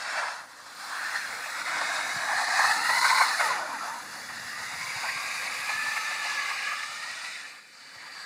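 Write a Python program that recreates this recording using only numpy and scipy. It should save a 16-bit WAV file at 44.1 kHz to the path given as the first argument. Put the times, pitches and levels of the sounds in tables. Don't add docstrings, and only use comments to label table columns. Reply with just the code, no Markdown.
import sys
import numpy as np
from scipy import signal
from scipy.io import wavfile
from scipy.ndimage import uniform_filter1d, map_coordinates

SR = 44100
rng = np.random.default_rng(int(sys.argv[2]) if len(sys.argv) > 2 else 0)


def attenuation_scalar(level_db):
    decades = np.asarray(level_db, float) / 20
    return 10 ** decades


def transcribe(u):
    v = np.clip(np.atleast_2d(u).T, -1, 1)
    q = np.round(v * 32767).astype(np.int16)
    wavfile.write(sys.argv[1], SR, q)


N = 363825
T = np.arange(N) / SR
ABREAST_S = 4


def unit(x):
    return x / np.sqrt(np.mean(np.abs(x) ** 2) + 1e-20)


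def curves(rows, t=T):
    s, *columns = np.transpose(rows)
    return [np.interp(t, s, column) for column in columns]


def sided(ahead, behind, t=T):
    return np.where(t < ABREAST_S, ahead, behind)


def wobble(rate_hz, size=N):
    knots = rng.standard_normal(int(size * np.max(rate_hz) / SR) + 4)
    position = np.cumsum(rate_hz + np.zeros(size)) / SR
    return map_coordinates(knots, [position])


def rush(spectrum, patchy_db):
    hz, _, z = signal.stft(rng.standard_normal(N), SR, nperseg=1024)
    patches = uniform_filter1d(rng.standard_normal(z.shape), size=7, axis=0)
    patches = uniform_filter1d(patches, size=4, axis=1)
    f, db = np.transpose(spectrum)
    colour_db = np.interp(np.log(hz + 1), np.log(f), db, left=-120, right=-120)
    gain = attenuation_scalar(colour_db[:, None] + patchy_db * unit(patches))
    return unit(signal.istft(z * gain, SR, nperseg=1024)[1][:N])


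def partial(hz, steady, blur_hz):
    steady = np.clip(steady, 0, 1)
    blur = unit(wobble(blur_hz, len(hz)) + 1j * wobble(blur_hz, len(hz)))
    envelope = np.sqrt(steady) + np.sqrt(1 - steady) * blur
    return np.sqrt(2) * np.real(envelope * np.exp(2j * np.pi * np.cumsum(hz) / SR))


def notched(x, tracks, widths_hz):
    hz, t, z = signal.stft(x, SR, nperseg=1024)
    track = tracks(t)
    for centre_hz, depth_db, width_hz in zip(track[::2], track[1::2], widths_hz):
        z = z * attenuation_scalar(-depth_db * np.exp(-((hz[:, None] - centre_hz) / width_hz) ** 2))
    return signal.istft(z, SR, nperseg=1024)[1][..., :N]


def rippled(x, ripple_db):
    z = signal.stft(x, nperseg=1024)[2]
    field = uniform_filter1d(rng.standard_normal(z.shape), size=3, axis=0)
    field = uniform_filter1d(field, size=90, axis=1)
    field = uniform_filter1d(field, size=3, axis=0)
    return signal.istft(z * attenuation_scalar(ripple_db * unit(field)), nperseg=1024)[1][:N]


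# (time [s], hiss [dB], scrub over hiss [dB], spray over hiss [dB])
TYRE_LEVELS = [(0, -38.5, -9, -3.5), (.15, -33.5, -6, -6.5), (.3, -37.5, -3.5, -4.5), (.46, -52, 1.5, -3),
               (.72, -48, -1, -0.5), (.88, -39.5, -4.5, -3), (1, -34.5, -6.5, -8.5), (1.15, -35, -8, -5.5),
               (1.28, -34.5, -13.5, -9.5), (1.45, -35.5, -8.5, -8.5), (1.72, -30.5, -8, -8),
               (1.97, -30.5, -5.5, -5.5), (2.14, -35, -5, -5.5), (2.4, -32, -7.5, -4),
               (2.68, -31, -3.5, -2.5), (2.82, -34.5, -7.5, -2.5), (3.12, -30.5, -4.5, -1.5),
               (3.36, -30.5, -7, -5), (3.5, -29, -6.5, -7.5), (3.65, -38, 1.5, -6.5), (3.9, -40.5, 2.5, -5),
               (4.05, -44, -3.5, -3.5), (4.3, -40.5, -7.5, -5.5), (5, -37, -7, -2.5), (5.6, -36, -7, -4),
               (6.3, -34.5, -12, -3.5), (6.7, -35.5, -15, -4), (6.82, -43, -8.5, 2.5),
               (7.25, -41, -7, -0.5), (7.33, -42.5, -12, 0), (7.47, -44.5, -12, -3), (7.55, -48, -10, -5),
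               (7.62, -54.5, -11, -1.5), (7.72, -54, -12, -1.5), (7.8, -50.5, -11.5, -1.5),
               (8, -47, -8.5, -4.5), (8.2, -43.5, -6, -5), (8.25, -47.5, -9, -2)]


def tyre_levels(t=T):
    return curves(TYRE_LEVELS, t)


# (time [s], block rate [Hz], song over hiss [dB], tilt [dB per multiple])
TREAD_SONG = [(0, 718, -10, 2.5), (.15, 740, -11, -2.5), (.3, 664, -10, 2), (.44, 632, -39, -4),
              (1.17, 545, -41, -3), (1.27, 550.2, -29, -7), (1.55, 637, -13.5, 10), (1.9, 735, -11.5, 1),
              (2.03, 729, -9.5, 1.5), (2.4, 807, -7, -3.5), (2.6, 817.3, -2.5, 1.5),
              (2.75, 866.5, -6, -3.5), (2.97, 983.6, -3.5, -7), (3.1, 1015, -5.5, -6),
              (3.22, 1005, -2, -8.5), (3.34, 829.5, -11, 4), (3.39, 755, -15, -3), (3.47, 576, -11, 0),
              (3.52, 521.5, -18, 2), (3.7, 520.1, -34, -5), (4.3, 380.4, -38, -2), (4.45, 392, -26, 3),
              (5.1, 528.4, -9, -0.5), (5.63, 550.2, -11.5, 0.5), (5.75, 578, -13, 10), (6, 588, -10, -1),
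              (6.2, 580, -9, 0), (6.42, 564.4, -11, 7.5), (6.6, 545, -10.5, 0.5), (6.74, 565.4, -6, 5),
              (6.95, 602.3, -5.5, -1), (7.15, 638, -8.5, -2), (7.28, 658, -13, 1), (7.34, 646, -18, -3),
              (7.5, 491, -24, -12), (7.6, 476, -25, 0), (7.9, 530, -25, -11), (8.1, 540, -17, -2),
              (8.25, 545, -11, 1)]
# (time [s], swell of 1st, 2nd, 3rd multiple and of the slower wheel's two [dB])
BAND_SWELLS = [(2.6, -1.5, -7, 2.5, -2, 3), (2.8, -2, 0, 4, 0, -3), (2.95, -2, 3, 1, -0.5, 1),
               (3.1, -0.96, -4, -3, 2, 0), (3.2, 0.5, -3, 0, 0, 0), (3.4, 0, 2, -10, 0, 0),
               (5.5, 0, 0, -2.5, -5, 0), (5.8, 1, -1, 1.5, 4, 7), (6.1, -2.5, -0.5, 4.5, 5.5, 2),
               (6.4, 0, 2, 1, 3, -2.16), (6.53, 0, 6, -7.5, 5, -1.9), (6.65, -2.9, -3, -4.5, 1, 0),
               (6.75, 1, 2, -4.5, -4, 6.5), (6.95, 0.16, 1, 1, -7, -1), (7.25, 0.11, 0, 5, -6, 2)]
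# (multiple of block rate, blur ahead [Hz], level ahead [dB], blur behind [Hz], level behind [dB])
TREAD_BANDS = [(.98, 260, 1, 260, -13.5), (2.03, 150, 3.5, 140, -1), (3.01, 180, -8.5, 115, 4.5),
               (1.47, 220, -0.5, 180, -6), (2.2, 190, -2, 170, -3)]


def song(t=T):
    block_hz, over_db, tilt_db = curves(TREAD_SONG, t)
    song_db = tyre_levels(t)[0] + over_db
    levels_db = []
    for (k, _, ahead_db, _, behind_db), swell_db in zip(TREAD_BANDS, curves(BAND_SWELLS, t)):
        levels_db.append(song_db + tilt_db * (k - 2) + swell_db + sided(ahead_db, behind_db, t))
    return block_hz, levels_db


def tread(bite_db, grip):
    block_hz, levels_db = song()
    bands = 0
    for (k, ahead_hz, _, behind_hz, _), db in zip(TREAD_BANDS, levels_db):
        gain = attenuation_scalar(db + 1.4 * wobble(5.5) + 2.07 * wobble(30))
        bands += gain * partial(k * block_hz, sided(0.08, 0.25), blur_hz=sided(ahead_hz, behind_hz))
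    return attenuation_scalar(0.88 * bite_db + 0.46 * grip) * bands


# (frequency [Hz], relative density [dB per Hz])
SCRUB_COLOUR = [(220, -46), (380, -49), (419, -23), (723, -2), (960, -1), (1040, -0.5), (1300, -4),
                (1690, -7), (2860, -120)]


def scrub(scrub_bite_db, grip):
    hiss_db, over_db, _ = tyre_levels()
    level_db = hiss_db + over_db + scrub_bite_db + 1.0 * grip + 0.69 * wobble(25)
    return attenuation_scalar(level_db) * rush(SCRUB_COLOUR, patchy_db=2.5)


# (time [s], hiss hump [Hz], its blur [Hz], level over hiss [dB],
# spray hump [Hz], level over spray [dB])
TYRE_HUMPS = [(0, 1498, 640, -18.5, 4150, -15), (1, 1554, 695.5, -5.5, 4120, -19),
              (1.3, 1405, 498, -15, 4090, -12), (1.9, 1412, 640.4, -8.5, 3806, -6.5),
              (2.5, 1845, 647.7, 0.5, 4200, -6), (3.2, 1508, 640.6, -8, 4250, -1),
              (3.8, 1501, 644, -19, 4290, -13), (4.2, 1848, 300, -6.5, 4550, -7),
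              (4.55, 1864, 278.6, -3, 4726, -11), (4.8, 2057, 499.3, -4, 4750, -8),
              (5.1, 2165, 599.1, -1.5, 4770, -7.5), (6, 2347, 637, -7, 4724, -8.5),
              (6.7, 2252, 635.2, -1, 4644, -8.5), (7.3, 2425, 644, -5, 4620, -13),
              (8.25, 2140, 632, -10.5, 4603, -4)]


def humps():
    low_hz, low_blur_hz, low_db, high_hz, high_db = curves(TYRE_HUMPS)
    low = attenuation_scalar(low_db) * partial(low_hz, steady=0, blur_hz=low_blur_hz)
    high = attenuation_scalar(high_db) * partial(high_hz, steady=0, blur_hz=sided(550, 380))
    return low, high


def valley(t):
    block_hz, levels_db = song(t)
    return 2.62 * block_hz, np.clip(0.11 * (levels_db[2] + 75.0), 0, 8)


# (frequency [Hz], relative density [dB per Hz])
HISS_COLOUR = [(650, -19.5), (1100, -11.5), (1200, -2.5), (1460, -2.5), (1810, 2.5), (2460, -5.5),
               (3000, -17), (3900, -22), (6600, -120)]
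# (time [s], centre [Hz], level over hiss [dB])
SIZZLE_TRACK = [(0, 2607, -17), (1, 2707, -31), (3.9, 2580, -33), (4.3, 2595, -20), (5, 2694, -11),
                (6, 2943, -11.5), (6.5, 2790, -9), (7, 2895, -9), (7.6, 2900, -17), (8.25, 2800, -16)]


def hiss(hump, bite_db, grip):
    sizzle_hz, sizzle_db = curves(SIZZLE_TRACK)
    body = notched(attenuation_scalar(-2.5) * rush(HISS_COLOUR, patchy_db=2.0) + hump, valley, widths_hz=[170])
    sizzle = attenuation_scalar(sizzle_db) * partial(sizzle_hz, steady=0, blur_hz=560)
    level_db = tyre_levels()[0] + bite_db + 0.35 * grip + 0.53 * wobble(30)
    return attenuation_scalar(level_db) * (body + sizzle)


# (frequency [Hz], relative density [dB per Hz])
SPRAY_COLOUR = [(1940, -19.5), (3300, -8.5), (4130, 0), (4400, -3), (4770, -0.5), (5650, -7), (7290, -8.5),
                (9800, -15), (12700, -48), (21600, -120)]


def spray(hump, bite_db, grip):
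    hiss_db, _, over_db = tyre_levels()
    body = attenuation_scalar(-0.95) * rush(SPRAY_COLOUR, patchy_db=1.46) + hump
    return attenuation_scalar(hiss_db + over_db + 0.23 * bite_db + 0.55 * grip + 0.54 * wobble(40)) * body


# (time [s], level before the 2 dB lift [dB])
MIST_LEVEL = [(0.0, -60.5), (0.6, -64), (0.85, -53), (2.44, -51), (2.69, -44.5), (2.8, -48), (3.24, -41),
              (3.28, -47), (3.47, -44), (3.58, -53.5), (4.39, -54.5), (4.8, -50.5), (5.93, -51),
              (7.33, -60.5), (7.65, -69), (8.25, -64)]
# (frequency [Hz], relative density [dB per Hz])
MIST_COLOUR = [(5470, -5.5), (9300, -3.5), (10200, -3.5), (11700, -8), (12700, -8), (13300, -16),
               (14100, -9.5), (15100, -11.5), (15750, -22)]


def mist(bite_db, grip):
    level_db = curves(MIST_LEVEL)[0] + 2.0 + 0.27 * bite_db + 0.49 * grip + 0.69 * wobble(17)
    return attenuation_scalar(level_db) * rush(MIST_COLOUR, patchy_db=0.0)


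# (time [s], crankshaft rate [Hz], hum [dB])
ENGINE_TRACK = [(0, 36.74, -76), (1, 36.6, -83), (1.3, 34.48, -82), (1.7, 38.7, -71), (2.1, 37.48, -65.5),
                (2.45, 37.98, -68.5), (2.8, 37.37, -68), (3.1, 40.86, -61), (3.42, 47.11, -73),
                (3.6, 40, -74.5), (4.3, 39.43, -67), (5.5, 38.7, -71), (6, 37.95, -74), (6.6, 36.55, -77),
                (6.9, 36.53, -74), (7.3, 38.47, -78), (7.5, 35.2, -89), (8.25, 34.47, -79)]
# (multiple of crankshaft rate, level ahead [dB], level behind [dB])
SHAFT_ORDERS = [(2, -16, -8), (3, -14, -10), (4, -2, -3), (5, -12, -8), (6, -4.5, -4), (7, -9, -7),
                (8, -23, -12)]


def hum():
    shaft_hz, hum_db = curves(ENGINE_TRACK)
    orders = 0
    for k, ahead_db, behind_db in SHAFT_ORDERS:
        gain = attenuation_scalar(sided(ahead_db, behind_db) + 2.7 * wobble(2.7))
        orders += gain * partial(k * shaft_hz, steady=0.86, blur_hz=8.7)
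    return attenuation_scalar(hum_db) * orders


# (time [s], pitch [Hz], level [dB])
DRONE_TRACK = [(0, 300, -81), (.9, 300, -72), (1.3, 277, -70.5), (1.7, 310, -63.5), (2.1, 297.8, -62.5),
               (2.4, 305.7, -67), (2.7, 292, -70), (3.15, 300, -64), (3.4, 295, -82), (4.2, 285, -83),
               (4.7, 281, -76), (5.9, 279.5, -75), (6.4, 277.8, -73), (6.9, 280, -80), (7.5, 276.6, -77),
               (7.8, 273.8, -78), (8.1, 266.2, -76)]


def drone():
    hz, db = curves(DRONE_TRACK)
    tone = partial(hz + 1.374 * wobble(3), steady=0.74, blur_hz=7.6)
    return attenuation_scalar(db + 2.49 * wobble(4)) * tone


# (time [s], level before the 3.5 dB lift [dB])
RUMBLE_LEVEL = [(0.0, -65), (0.48, -66), (1.47, -62.5), (1.79, -59), (3.42, -60.5), (3.7, -56.5),
                (4.57, -62.5), (6.2, -62.5), (6.36, -60), (6.98, -68), (7.74, -70), (8.25, -69.5)]
# (frequency [Hz], relative density [dB per Hz])
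RUMBLE_COLOUR = [(15, -66), (25, -41), (43, -42), (84, -23), (134, -7), (289, -0.5), (390, -5), (440, -1.5),
                 (570, 2.5), (970, -120)]


def rumble():
    return attenuation_scalar(curves(RUMBLE_LEVEL)[0] + 3.5 + 2.0 * wobble(6)) * rush(RUMBLE_COLOUR, patchy_db=1.0)


# (time [s], level [dB])
BREEZE_LEVEL = [(0, -76), (4.1, -73), (4.4, -61.5), (5.1, -66.5), (5.9, -69), (6.1, -83), (8.25, -90.5)]
# (frequency [Hz], relative density [dB per Hz])
BUFFET_COLOUR = [(40, -40), (65, -12), (100, 0.5), (160, -2), (240, -11), (400, -60)]


def breeze():
    return attenuation_scalar(curves(BREEZE_LEVEL)[0] + 3.0 * wobble(18)) * rush(BUFFET_COLOUR, patchy_db=2.0)


# (time [s], length [s], rise of hiss [dB], rise of scrub [dB])
TYRE_BITES = [(0.191, 0.063, 6.5, 3), (0.23, 0.066, 0.5, 9.5), (0.285, 0.027, 4, 9.5),
              (1.151, 0.09, 3.5, 5), (1.642, 0.054, -9, -0.5), (1.685, 0.044, 1, 4),
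              (1.82, 0.064, -0.5, 10), (2.332, 0.058, 1.5, 5.5), (2.46, 0.035, -7, -8),
              (2.489, 0.06, -2.5, 7.5), (2.601, 0.055, 4.5, 5), (2.648, 0.044, 2.5, 8.5),
              (2.714, 0.045, 5, 4.5), (2.858, 0.027, 4.5, 3), (2.901, 0.045, 5, 12), (2.97, 0.021, 1, 7),
              (3.003, 0.028, -11, -21), (3.053, 0.038, 7, 6), (3.107, 0.03, 5.5, 5), (3.15, 0.03, 1, 4),
              (3.186, 0.043, 6, 0), (3.215, 0.05, 3, 16.5), (3.379, 0.035, -1, -13), (3.41, 0.042, 6, 10),
              (3.513, .05, -4, 2), (3.792, 0.021, 5.5, -11), (4.301, 0.049, 3, 7.5), (5.06, 0.103, 2, 10),
              (5.094, 0.031, 5, -4), (5.177, 0.034, 3.5, 5), (5.701, 0.031, 3, 9), (5.863, 0.055, 1.5, 4),
              (5.972, 0.046, 5, 9.5), (6.114, 0.039, 4.5, 7), (6.26, 0.047, 2, 8), (6.398, 0.029, 4, 3),
              (6.497, 0.045, 1.5, 5), (6.727, 0.075, 3.5, 9), (6.836, 0.032, 7, -5), (7.03, 0.038, 4, -4)]


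def bites():
    rise_db = np.zeros((2, N))
    for s, length_s, *db in TYRE_BITES:
        near = slice(max(round((s - length_s) * SR), 0), round((s + length_s) * SR))
        bump = np.exp(-(3.7 * (T[near] - s) / length_s) ** 2)
        rise_db[:, near] += np.outer(db, bump)
    return rise_db


# (time [s], push gain before the 3 dB cut [dB], pitch [Hz])
HAND_THUMPS = [(1.878, -51, 161), (2.162, -35.5, 140), (2.349, -48, 132), (2.76, -44, 209.1),
               (3.508, -47, 151), (4.45, -43, 100), (4.668, -49, 130.4), (4.737, -43, 140), (4.8, -47, 165),
               (4.838, -41, 124), (4.881, -43, 131), (4.961, -37, 118), (5.058, -56, 135),
               (5.157, -42, 148), (5.24, -54, 105), (5.358, -56, 142), (5.592, -46, 124), (5.749, -46, 127),
               (5.878, -46, 121.6), (6.891, -54, 120), (7.11, -54, 110.5), (7.964, -49, 120)]


def thumps():
    out, t = np.zeros(N + SR), np.arange(SR // 10) / SR
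    u = t / 0.0043
    for s, db, hz in HAND_THUMPS:
        push = u * np.exp(1 - u) * np.sin(2 * np.pi * hz * t)
        out[round(s * SR):][:len(t)] += attenuation_scalar(db - 3.0) * push
    return notched(out[:N], lambda t: [0, 42], widths_hz=[62])


# (time [s], centre [Hz], level [dB])
GROWL_TRACK = [(2.65, 330, -87), (2.78, 300, -53), (2.95, 290, -67), (3.35, 560, -78), (3.45, 520, -49),
               (3.6, 330, -56), (3.75, 250, -54.5), (4.1, 250, -69), (4.35, 225, -54.5), (4.6, 200, -78)]


def growl():
    hz, db = curves(GROWL_TRACK)
    return attenuation_scalar(db) * partial(hz, steady=0, blur_hz=140)


# (time [s], length [s], start [Hz], end [Hz], level [dB])
WHEEL_CHIRPS = [(3.31, 0.053, 1794, 1715, -32), (3.383, .095, 2264, 1696, -31),
                (3.395, 0.033, 1530, 1420, -30), (3.403, .06, 1350, 1290, -35),
                (3.398, 0.089, 1023, 820, -33.5), (3.4, 0.072, 744, 615, -41), (3.47, .06, 1520, 1380, -40),
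                (3.48, .085, 1120, 820, -29.5), (3.502, .07, 2050, 1850, -40), (3.537, .14, 784, 569, -42),
                (3.589, 0.11, 1574, 1335, -39), (3.574, .1, 1050, 860, -48), (3.695, 0.081, 1060, 846, -35),
                (3.762, 0.116, 1370, 1270, -40), (3.77, 0.054, 1980, 1740, -43),
                (3.82, .2, 830, 988, -41.5), (4.498, 0.15, 1200, 1260, -48), (4.8, 0.1, 1076, 1005, -45)]


def chirps():
    out = np.zeros(N)
    for s, length_s, start_hz, end_hz, db in WHEEL_CHIRPS:
        along = np.linspace(0, 1, round(length_s * SR))
        glide = partial(start_hz + along * (end_hz - start_hz), steady=0.35, blur_hz=105)
        swell = np.sqrt(np.abs(np.sin(np.pi * along)))
        out[round(s * SR):][:len(along)] += attenuation_scalar(db) * swell * glide
    return out


def tyres():
    bite_db, scrub_bite_db = bites()
    grip = 0.92 * wobble(16) + 0.38 * wobble(35) + 0.47 * wobble(90)
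    hiss_hump, spray_hump = humps()
    wet = rippled(hiss(hiss_hump, bite_db, grip) + spray(spray_hump, bite_db, grip), ripple_db=2.0)
    fine = rippled(mist(bite_db, grip), ripple_db=3.5)
    return tread(bite_db, grip) + scrub(scrub_bite_db, grip) + wet + fine + chirps()


def scene():
    mono = tyres() + hum() + drone() + rumble() + breeze() + thumps() + growl()
    return np.tile(mono, (2, 1))


def roll_off(x):
    return signal.sosfilt(signal.butter(12, 15670, fs=SR, output="sos"), x)


# (time [s], then centre [Hz] and depth [dB] of five notches)
HEADING_NOTCHES = [(1, 3060, 8.4, 5270, 4, 8950, 1, 10960, 45, 13900, 8),
                   (3.2, 3178, 21, 5800, 4, 8300, 1.9, 11400, 15, 14000, 5.3),
                   (3.6, 3138, 9.5, 5530, 9.2, 8200, 11, 12100, 9.2, 14020, 5),
                   (6.3, 3140, 26, 5870, 2.8, 8600, 4.9, 11600, 25, 14300, 17),
                   (6.6, 3220, 14, 5953, 4.14, 9700, 11.7, 11480, 5.4, 14080, 14.3)]


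def record(dry):
    heard = notched(dry, lambda t: curves(HEADING_NOTCHES, t) + [410, 5],
                    widths_hz=(86.5, 107, 180, 300, 400, 46.4))
    return roll_off(heard)


dry = scene()
out = record(dry)
transcribe(out)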